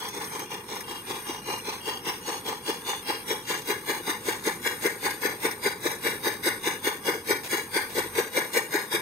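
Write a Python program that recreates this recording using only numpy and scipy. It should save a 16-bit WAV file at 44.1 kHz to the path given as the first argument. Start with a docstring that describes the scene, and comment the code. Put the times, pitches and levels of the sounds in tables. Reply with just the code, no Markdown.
"""Straw rustles over open air and a far engine's drone, and at once an old chaff cutter is crunching away,
a few metres to the left in a farmyard, driven by a camel walking a sweep. Five times a second a flywheel
knife shears the fodder and knocks on the cutting plate, booming the wooden trough, harder as the bundle
thickens. Iron gears rattle, the loose drive clacks, dry stalks snap; near the end sandals scuff twice."""
import sys
import numpy as np
from scipy import signal
from scipy.fft import rfft, irfft, next_fast_len
from scipy.io import wavfile
from scipy.ndimage import uniform_filter1d

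SR = 44100
rng = np.random.default_rng(int(sys.argv[2]) if len(sys.argv) > 2 else 0)


def materialize(psi):
    """Save the field psi as 16-bit PCM at rate SR to the path in sys.argv[1].

    A 1-D psi becomes a single channel; in a 2-D psi each row is a channel.
    """
    bounded = np.clip(np.atleast_2d(psi).T, -1, 1)
    quanta = np.round(bounded * 32767).astype(np.int16)
    wavfile.write(sys.argv[1], SR, quanta)


N = 397341
TIME = np.arange(N) / SR
SIZE = next_fast_len(N + SR // 8, True)
FREQ = (np.arange(SIZE // 2 + 1) * SR / SIZE).astype(np.float32)
PIECE = 16384  # samples that hold one stroke and its ring
PIECE_FREQ = np.arange(PIECE // 2 + 1) * SR / PIECE

# knife strokes at the camel's pace: t/s, load/dB re a full bundle, knock level/dB, knock pitch f/Hz,
# gear after-rattle level/dB, first bite level/dB (the last two re the cut; each layer adds its own trim)
KNIFE_STROKES = [(0.011, -8.5, -22, 410, 3, -20), (0.176, -10.5, -11, 400, 6.5, -1),
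                 (0.357, -8.5, -10.5, 358, 2.5, -4), (0.544, -9.5, -13.5, 423, -4, -2.5),
                 (0.724, -8.5, -9.5, 400, 1, -8), (0.914, -8.5, -12, 352, -2, -11),
                 (1.11, -7, -7.5, 364, -0.5, -9), (1.301, -7.5, -7.5, 350, -2, -9),
                 (1.496, -6, -7, 400, 0.5, -12), (1.691, -7, -7.5, 391, -0.5, -4.5),
                 (1.887, -5.5, -9, 402, -2, -20), (2.092, -4, -7.3, 358, -5.5, -4.5),
                 (2.291, -5.5, -5.5, 420, -1, -12), (2.493, -5, -4, 388, -4.5, -8),
                 (2.697, -3.5, -2.5, 425, -5.5, -8), (2.901, -3.5, -7.5, 416, -3, -6.5),
                 (3.105, -2.5, -3.5, 386, -4.5, -13), (3.317, -2.5, -1, 432, -7, -8.5),
                 (3.511, -1.5, -2.5, 420, -2.5, -27), (3.708, -0.5, 1.8, 395, -7, -26),
                 (3.905, -0.94, 0, 415, -3, -17), (4.1, -1, -3.5, 348, -6.5, -10),
                 (4.291, -1, -0.5, 420, -4, -11), (4.48, -0.5, 2.2, 419, -7.5, -12),
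                 (4.672, -0.4, -2.5, 427, -4.5, -26), (4.862, 0.4, 4, 423, -7, -12),
                 (5.062, -0.56, -1.5, 398, -3.5, -12), (5.259, -0.44, 0, 428, -5, -7),
                 (5.458, -0.2, 0.5, 406, -5.5, -19), (5.669, 0, 0.5, 423, -7, -5.5),
                 (5.867, -0.6, 2.5, 433, -4, -24), (6.072, 0.2, 2.2, 433, -4.5, -9),
                 (6.277, -0.2, 1, 420, -5, -5.5), (6.478, 0.5, 3, 409, -6, -9),
                 (6.678, -0.5, 1.5, 390, -4, -6), (6.879, -0.26, 2, 413, -6.5, -6.5),
                 (7.091, -0.1, 4, 431, -4.5, -8), (7.314, 0.9, 5.5, 403, -8, -11),
                 (7.537, 0.05, 0, 402, -2.5, -15), (7.772, 0.36, -1, 446, -5, -8),
                 (7.989, -0.16, 3, 430, -6.5, -8.5), (8.192, 0.27, 3.5, 440, -7, -7.5),
                 (8.382, 0.3, 5, 442, -5, -12), (8.576, 0.45, 4, 445, -8.5, -5),
                 (8.757, 0, 2.5, 420, -4, -9), (8.955, 0.35, 0, 432, -8.5, -5.5)]
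STROKE_S, LOAD_DB, KNOCK_DB, KNOCK_HZ, RATTLE_DB, ENTRY_DB = np.transpose(KNIFE_STROKES)
# the far engine's run: t/s, firing rate f/Hz, fundamental level/dB
ENGINE_RUN = [(0, 52, -74), (1.3, 51.4, -64), (2.3, 53, -67), (4.2, 51.55, -65), (5.2, 52.7, -68.5),
              (6.6, 50.5, -64.5), (7.15, 41.5, -74), (8.15, 47.5, -61.5), (8.4, 49, -81)]
# hard clacks of the loose drive: t/s, frame level/dB, knife level/dB
DRIVE_CLACKS = [(0.026, -12, -17), (0.517, -10, -26), (0.765, -9, -24), (0.881, -11, -22), (1.501, -4, -18),
                (2.525, -6, -19), (2.931, -4.5, -11), (3.538, -11, -4), (4.079, -3, -10), (4.486, -7, -7),
                (4.66, -10, 0.5), (5.063, 0.5, -5), (5.232, -10, -4), (6.662, -16, -7), (8.412, -8, -4)]
# one-shots: t/s, level/dB
STALK_SNAPS = [(0.035, -15), (0.086, -7.5), (0.396, -7.5), (0.757, -11), (0.808, -9), (1.582, -13),
               (3.62, -14), (5.108, -6), (5.513, -4.5), (5.917, -5)]  # dry stalks in the feed rollers
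TROUGH_JOLTS = [(0.079, -26), (4.003, -10), (7.624, -21)]  # loose knocks between strokes
SANDAL_SCUFFS = [(7.458, -35), (7.916, -41)]  # soles on the dry path

# resonances: f/Hz, width/Hz, relative level/dB
TROUGH_MODES = [(335, 131, -0.5), (398, 108, 1), (455, 125, 2), (600, 93, -17)]  # wooden feed trough
FRAME_MODES = [(444, 136, -2), (854.6, 175, 3.5), (1022, 123, -1), (1210, 151, 0.5), (1800, 780, -13),
               (2287, 1140, -15)]  # machine frame
KNIFE_MODES = [(1474, 138, -5), (1665, 164, -1.5), (1806, 163, -1.5), (2093, 380, -3.5), (2310, 230, -6)]  # blade
GEAR_MODES = [(2345, 220, 2.5), (2776, 210, 10), (3197, 240, 6), (3370, 215, 5.5), (4130, 270, 2.5),
              (4580, 140, 4.5), (5316, 120, 4.5), (5670, 130, 6.5), (6320, 180, 4.5), (6940, 81, -23)]  # iron gears
FLYWHEEL_MODES = [(2840, 150, -1), (3330, 220, -2), (3750, 600, -1), (4720, 380, 0), (5350, 350, -6),
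                  (5930, 220, -4), (6320, 140, -1), (6825, 140, -1), (8700, 900, -2), (10810, 260, -2),
                  (12000, 700, -3), (13800, 900, -7)]  # wheel that carries the knife
STEM_MODES = [(1810, 660, -1), (2150, 530, 4), (3700, 1040, -1), (4730, 740, -3), (6110, 710, -1.5)]  # thick stems cracking on the blade

# tone curves: f/Hz, relative level/dB
AIR_EQ = [(20, -24), (35, -30), (60, -18), (100, -3.5), (160, -3), (235, -2.5), (320, -3.5), (490, -1.5),
          (630, -28), (950, -13.5), (1400, -20), (3000, -36)]  # outdoor murk
STRAW_EQ = [(60, -11), (300, -25), (650, -9), (1000, 6), (1500, 5.5), (2200, 4), (3000, -9.5), (6500, -8.5),
            (7400, -46), (8300, 1), (9100, 10), (9900, -5), (13000, 2.5), (15500, -29)]  # loose straw
STALK_EQ = [(60, -25), (200, 7), (450, 1), (620, 6.5), (900, -5), (1350, 8.5), (2000, -3.5), (2550, 3.5),
            (3000, 2.5), (4000, 2.5), (6200, -1), (7300, -3.5), (8300, 4.5), (9800, 0), (12500, -3),
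            (15500, -3)]  # stalks being sheared
CRACK_EQ = [(500, -25), (2000, 9), (3200, -8), (6300, 8), (7400, -26), (9000, 4), (13000, 3), (15500, -14)]  # one dry stalk splitting
GRIT_EQ = [(60, -25), (400, -1), (1000, -5), (2500, -2), (7000, -10), (15000, -13)]  # grit under a sole

# colour of the ground echo, mostly dips: f/Hz, width/Hz, level/dB
GROUND_DIPS = [(656, 146, 1), (1320, 55, -3.5), (3034, 98, -12.5), (4830, 240, -2), (7360, 230, -9),
               (9530, 300, -4.5), (11300, 110, -2)]
# sound scattered by the yard: f/Hz, level/dB re direct
YARD_SCATTER = [(200, -37), (450, -17), (650, -3), (900, -13.5), (1400, -8), (2200, -8.5), (4500, -4.5),
                (7000, -7), (9000, -4.5), (12000, -3)]
# stereo balance of the machine: f/Hz, level/dB left minus right
STEREO_BALANCE = [(200, -1.5), (450, 3.5), (570, 13), (650, 4), (750, -13), (850, -1.5), (1000, -1),
                  (1130, 5.5), (1400, 0), (1650, 9), (1900, 17), (2100, 1), (2300, -0.5), (2950, 3.5),
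                  (3800, 1), (7000, 0.5), (8300, -12), (9600, -2.5), (10500, 10.5), (15000, 3.5)]
# stereo phase of the machine: f/Hz, lead of the left/rad
STEREO_PHASE = [(0, -2), (520, 0.15), (670, -2.5), (820, -7.5), (1080, -6), (1330, -10.5), (1520, -11),
                (1830, -15), (1950, -21), (2230, -17), (2560, -21), (3150, -27), (5350, -40), (6300, -44.5)]

TROUGH_HZ = 415  # knock pitch at which the trough rings as listed
KNOCK_LEAD_S, ENTRY_LEAD_S = 0.0102, 0.036  # knock and first bite come ahead of the cut's peak
TOP_HZ = 15650


def undb(db):
    """Decibels to gain."""
    return np.exp(np.asarray(db) * (np.log(10) / 20))


def across(points):
    """Draw a curve through (f/Hz, value) points on a log-frequency axis."""
    hz, value = np.transpose(points)
    return np.interp(np.log(FREQ + 1), np.log(hz + 1), value)


def unit(x):
    """Scale to rms 1."""
    return x / np.sqrt(np.mean(np.abs(x) ** 2))


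def through(x, response):
    """Filter by a frequency response; white noise keeps its power."""
    return irfft(rfft(x.astype(np.float32), SIZE) * unit(response).astype(np.complex64), SIZE)[..., :N]


def body(modes, freq=FREQ):
    """Response of a resonator bank with steep skirts; neighbours swing in opposite senses."""
    s = 1j * freq
    return sum((-1) ** k * float(undb(db)) * (s * width / (s * s + s * width + hz * hz)) ** 2
               for k, (hz, width, db) in enumerate(modes))


def drift(rate_hz):
    """Random modulation, rms 1, gliding to a new value rate_hz times a second."""
    hold = max(int(SR / rate_hz), 2)
    steps = np.repeat(rng.standard_normal(N // hold + 1), hold)[:N]
    return unit(uniform_filter1d(steps, hold))


def crackle(per_s, spread_db):
    """Tiny snaps of unequal size, rms 1: one direct stream, one for the yard's scatter."""
    out = np.zeros((2, N))
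    for stream in out:
        when, chance = rng.random((int(per_s * N / SR), 2)).T
        size = np.maximum(chance, .02) ** (-spread_db * np.log(10) / 20)
        stream[(when * N).astype(int)] = size * rng.standard_normal(len(size))
    return unit(out)


def hump(t, rise_s, fall_s, roundness):
    """A swell that peaks at t = 0; roundness 1 is pointed, 2 is a bell."""
    return np.exp(-np.maximum(-t / rise_s, t / fall_s) ** roundness)


def blows(times, level_db, bounce_db, bounce_s):
    """Impacts, each with a lighter touch before it and a bounce after it."""
    out = np.zeros(N)
    for s, db, chance in zip(times, level_db, rng.standard_normal((len(times), 4))):
        offsets = bounce_s * np.array([0, -1 + 0.288 * chance[0], 1 + 0.298 * chance[1]])
        sizes = undb(db + np.array([0, bounce_db + 3 * chance[2], bounce_db + 3 * chance[3]]))
        at = ((s + offsets) * SR).astype(int)
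        inside = (at > 0) & (at < N)
        out[at[inside]] += sizes[inside]
    return out


def stroke_force(level_db, rise_s, fall_s, after_s, after_fall_s, roundness,
                 entry_trim_db=0, rattle_trim_db=-3.5):
    """Envelope of all strokes: the edge bites in, packs the bundle, breaks through; the gears take up."""
    power = np.full(N, 1e-14)
    for s, db, rattle_db, entry_db in zip(STROKE_S, level_db, RATTLE_DB, ENTRY_DB):
        span = slice(max(int((s - .1) * SR), 0), int((s + .3) * SR))
        t = TIME[span] - s
        entry = undb(entry_db + entry_trim_db) ** 2 * hump(t + ENTRY_LEAD_S, 0.0062, 0.026, roundness)
        cut = hump(t, rise_s, fall_s, roundness)
        rattle = undb(rattle_db + rattle_trim_db) ** 2 * hump(t - after_s, 0.0085, after_fall_s, roundness)
        power[span] += undb(db) ** 2 * (entry + cut + rattle)
    return np.sqrt(power)


def each_stroke(x, responses):
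    """Give every stroke its own filter, switching in the lull before the cut."""
    edges = [0, *((STROKE_S[1:] - .085) * SR).astype(int), N]
    out = np.zeros(x.shape[:-1] + (N + PIECE,))
    for a, b, response in zip(edges, edges[1:], responses):
        out[..., a:a + PIECE] += irfft(rfft(x[..., a:b], PIECE) * unit(response), PIECE)
    return out[..., :N]


def tufts(x, patchy_db, width_hz):
    """Every tuft of stalks rings briefly at its own pitches: broad tops between narrow dips."""
    # a dip tends to follow a top, so the broad colour holds from stroke to stroke
    ripples = np.diff(rng.standard_normal((len(STROKE_S), 400)))
    curves = np.array([np.interp(PIECE_FREQ / width_hz, np.arange(len(row)), row) for row in ripples])
    gain = np.tanh(undb(patchy_db * unit(curves))) + undb(-37)
    cepstrum = irfft(np.log(gain))
    minimum_phase = np.exp(rfft(2 * cepstrum[:, :PIECE // 2], PIECE))
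    return each_stroke(x, minimum_phase)


def wandering(x, modes, detune):
    """Resonances that shift a little on every stroke, as other teeth mesh and other stems are cut."""
    stretches = np.exp(detune * rng.standard_normal(len(STROKE_S)))
    return each_stroke(x, [body(modes, PIECE_FREQ * stretch) for stretch in stretches])


def air(level_db, side_db):
    """A gently swelling bed of low outdoor murk, nearly mono."""
    mid, side = through(rng.standard_normal((2, N)), undb(across(AIR_EQ)))
    return undb(level_db + 0.9 * drift(1.95)) * (mid + undb(side_db) * side * np.array([[1], [-1]]))


def engine(free_hz=53):
    """Only two firing harmonics carry this far; the engine sags, barks as it labours, and picks up."""
    s, *columns = np.transpose(ENGINE_RUN)
    hz, level_db = (np.interp(TIME, s, column) for column in columns)
    bark_db = 0.5 + 1.1 * (free_hz - hz)
    phase = 2 * np.pi * np.cumsum(hz * (1 + 0.0064 * drift(5.4))) / SR
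    drone = np.sin(phase) + undb(bark_db) * np.sin(2 * phase)
    return np.sqrt(2) * undb(level_db + 1.2 * drift(4.5)) * drone


def straw(level_db):
    """Fodder rustles all the time as it is drawn along the trough."""
    swell = undb(level_db + 2.2 * drift(9.1))
    rustle = through(crackle(11000, 3.2), undb(across(STRAW_EQ)))
    return tufts(swell * rustle, patchy_db=11, width_hz=150)


def shaking_db(held_load_db=-5.5):
    """Shake per stroke, re its most: it grows with load until the bundle is thick enough to hold the frame."""
    return 1.88 * np.minimum(LOAD_DB - held_load_db, 0)


def frame_rattle(clatter_db=-50.5):
    """Each stroke shakes the frame, and the drive keeps it clattering in between."""
    shake = stroke_force(shaking_db() - 31.5, rise_s=0.014, fall_s=0.02,
                         after_s=0.041, after_fall_s=0.03, roundness=1.53)
    return through(np.hypot(shake, undb(clatter_db)) * crackle(1800, 1.2), body(FRAME_MODES))


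def trough(x, damping):
    """The wooden trough booms higher or lower as the fodder lies in it."""
    modes = [(hz, width * damping, db) for hz, width, db in TROUGH_MODES]
    return each_stroke(x, [body(modes, PIECE_FREQ * TROUGH_HZ / hz) for hz in KNOCK_HZ])


def knocks():
    """The knife hits the cutting plate and booms the trough; the slack gears then clack shut."""
    plate = blows(STROKE_S - KNOCK_LEAD_S, KNOCK_DB - 0.05, bounce_db=-10.5, bounce_s=0.00805)
    jolt_s, jolt_db = np.transpose(TROUGH_JOLTS)
    jolts = blows(jolt_s, jolt_db, bounce_db=-17, bounce_s=0.0079)
    thud = trough(plate + jolts, damping=0.89)
    slack_s = .036 + 0.0033 * rng.standard_normal(len(STROKE_S))
    teeth = blows(STROKE_S + slack_s, shaking_db() + RATTLE_DB - 9.5, bounce_db=-5.5, bounce_s=0.0078)
    knife = through(undb(-11) * teeth, body(KNIFE_MODES))
    gears = through(undb(-3) * teeth, body(GEAR_MODES))
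    frame = through(teeth + undb(-14) * plate, body(FRAME_MODES))
    return thud + knife + gears + frame


def bundle_press():
    """The low body of the cut: the knife presses the fodder on the trough, shaking and damping it."""
    press = stroke_force(KNOCK_DB - 32.5, rise_s=0.018, fall_s=0.0088,
                         after_s=0.035, after_fall_s=0.044, roundness=1.76, rattle_trim_db=-5)
    return trough(press * crackle(1500, 3.85), damping=1)


def knife_ring(full_db=-26, idle_db=-46.5):
    """The blade rings out when it bites a thick bundle, and only faintly when it runs nearly empty."""
    bite_db = np.maximum(full_db + 3.4 * LOAD_DB, idle_db)
    bite = stroke_force(bite_db, rise_s=0.019, fall_s=0.01, after_s=0.024, after_fall_s=0.036,
                        roundness=1.57, entry_trim_db=-7.5, rattle_trim_db=-1.5)
    ring = through(bite * crackle(2500, 1.6), body(KNIFE_MODES))
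    return tufts(ring, patchy_db=8.5, width_hz=109.2)


def gear_scrape(clamp_load_db=-2.5):
    """The iron gears ring as the frame shakes, until a thick bundle presses their teeth together."""
    clamp_db = 3.3 * np.maximum(LOAD_DB - clamp_load_db, 0)
    scrape = stroke_force(-33 + 0.98 * shaking_db() - clamp_db, rise_s=0.027, fall_s=0.021,
                          after_s=0.041, after_fall_s=0.048, roundness=1.61, entry_trim_db=0.3)
    return wandering(scrape * crackle(1600, 2.5), GEAR_MODES, detune=.035)


def stalk_crunch(bursts):
    """Stalks shear in a dense crackle; under load they set the flywheel ringing."""
    shape = dict(rise_s=0.024, fall_s=0.014, after_s=0.031, after_fall_s=0.047,
                 roundness=1.58, entry_trim_db=0.33)
    strain = bursts * stroke_force(-30.5 + 1.96 * LOAD_DB, **shape)
    flywheel = through(strain * crackle(7000, 0.41), body(FLYWHEEL_MODES))
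    shear = bursts * stroke_force(LOAD_DB - 31.5, **shape)
    return flywheel + through(shear * crackle(6000, 1.4), undb(across(STALK_EQ)))


def stem_cracks():
    """A few thick stems crack one by one at the height of the cut and ring the blade."""
    peak = stroke_force(-32.5 + 1.1 * LOAD_DB, rise_s=0.011, fall_s=0.0059,
                        after_s=0.046, after_fall_s=0.011, roundness=1.6, entry_trim_db=-1)
    return wandering(peak * crackle(700, 2.0), STEM_MODES, detune=.07)


def cutter():
    """The full cut, direct and scattered: trough, frame and blade under a bright crunch."""
    weight = bundle_press() + frame_rattle() + knife_ring()
    bursts = undb(1.2 * drift(120))  # the stalks give way unevenly
    crunch = gear_scrape() + stalk_crunch(bursts) + stem_cracks()
    # each handful has a broad colour of its own, with finer tufts on top
    handfuls = tufts(crunch, patchy_db=4.5, width_hz=620)
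    return weight + tufts(handfuls, patchy_db=14, width_hz=200)


def drive_clacks():
    """The loose drive now and then slams home and rings frame and knife."""
    times, frame_db, knife_db = np.transpose(DRIVE_CLACKS)
    frame = through(blows(times, frame_db, bounce_db=-15, bounce_s=0.0044), body(FRAME_MODES))
    knife = through(blows(times, knife_db, bounce_db=-8, bounce_s=.007), body(KNIFE_MODES))
    return frame + knife


def stalk_snaps():
    """A dry stalk splits in a few milliseconds, fibre after fibre."""
    out = np.zeros(N)
    t = np.arange(SR // 50) / SR
    for (s, db), fibres in zip(STALK_SNAPS, rng.standard_normal((len(STALK_SNAPS), len(t)))):
        split = fibres * np.exp(-t / 0.0075)
        at = int((s - .002) * SR)
        out[at:at + len(t)] += undb(db) * split / np.linalg.norm(split)
    return tufts(through(out, undb(across(CRACK_EQ))), patchy_db=14, width_hz=373)


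def sandal_scuffs():
    """A sole lands and drags briefly over grit."""
    drag = sum(undb(db) * hump(TIME - s, 0.025, 0.023, roundness=9) for s, db in SANDAL_SCUFFS)
    return through(drag * crackle(7000, 1.1), undb(across(GRIT_EQ)))


def yard(streams):
    """Ground echo colours the sides unequally and scatter adds width; apart from that, the left side trails the
    right by under a millisecond."""
    dips_db = sum(db * np.exp(-((FREQ - hz) / width) ** 2) for hz, width, db in GROUND_DIPS)
    direct, scattered = rfft(streams, SIZE) * undb(dips_db)
    share = undb(across(YARD_SCATTER))
    side = np.array([[1], [-1]])  # left, right
    pan = np.sqrt(2 / (1 + undb(-side * across(STEREO_BALANCE)) ** 2))
    lag = np.exp(1j * across(STEREO_PHASE) * (side > 0))
    blend = (direct + side * share * scattered) / np.sqrt(1 + share ** 2)
    return irfft(pan * lag * blend, SIZE)[:, :N]


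def scene():
    """The machine and its driver in the yard, over the distant bed."""
    direct, scattered = cutter() + straw(level_db=-45) + sandal_scuffs()
    direct = direct + knocks() + drive_clacks() + stalk_snaps()
    return yard([direct, scattered]) + air(level_db=-47, side_db=-17.5) + engine()


def record(dry):
    """A steep low-pass takes off the very top."""
    return signal.sosfilt(signal.ellip(10, .2, 80, TOP_HZ, fs=SR, output="sos"), dry)


dry = scene()
out = record(dry)
materialize(out)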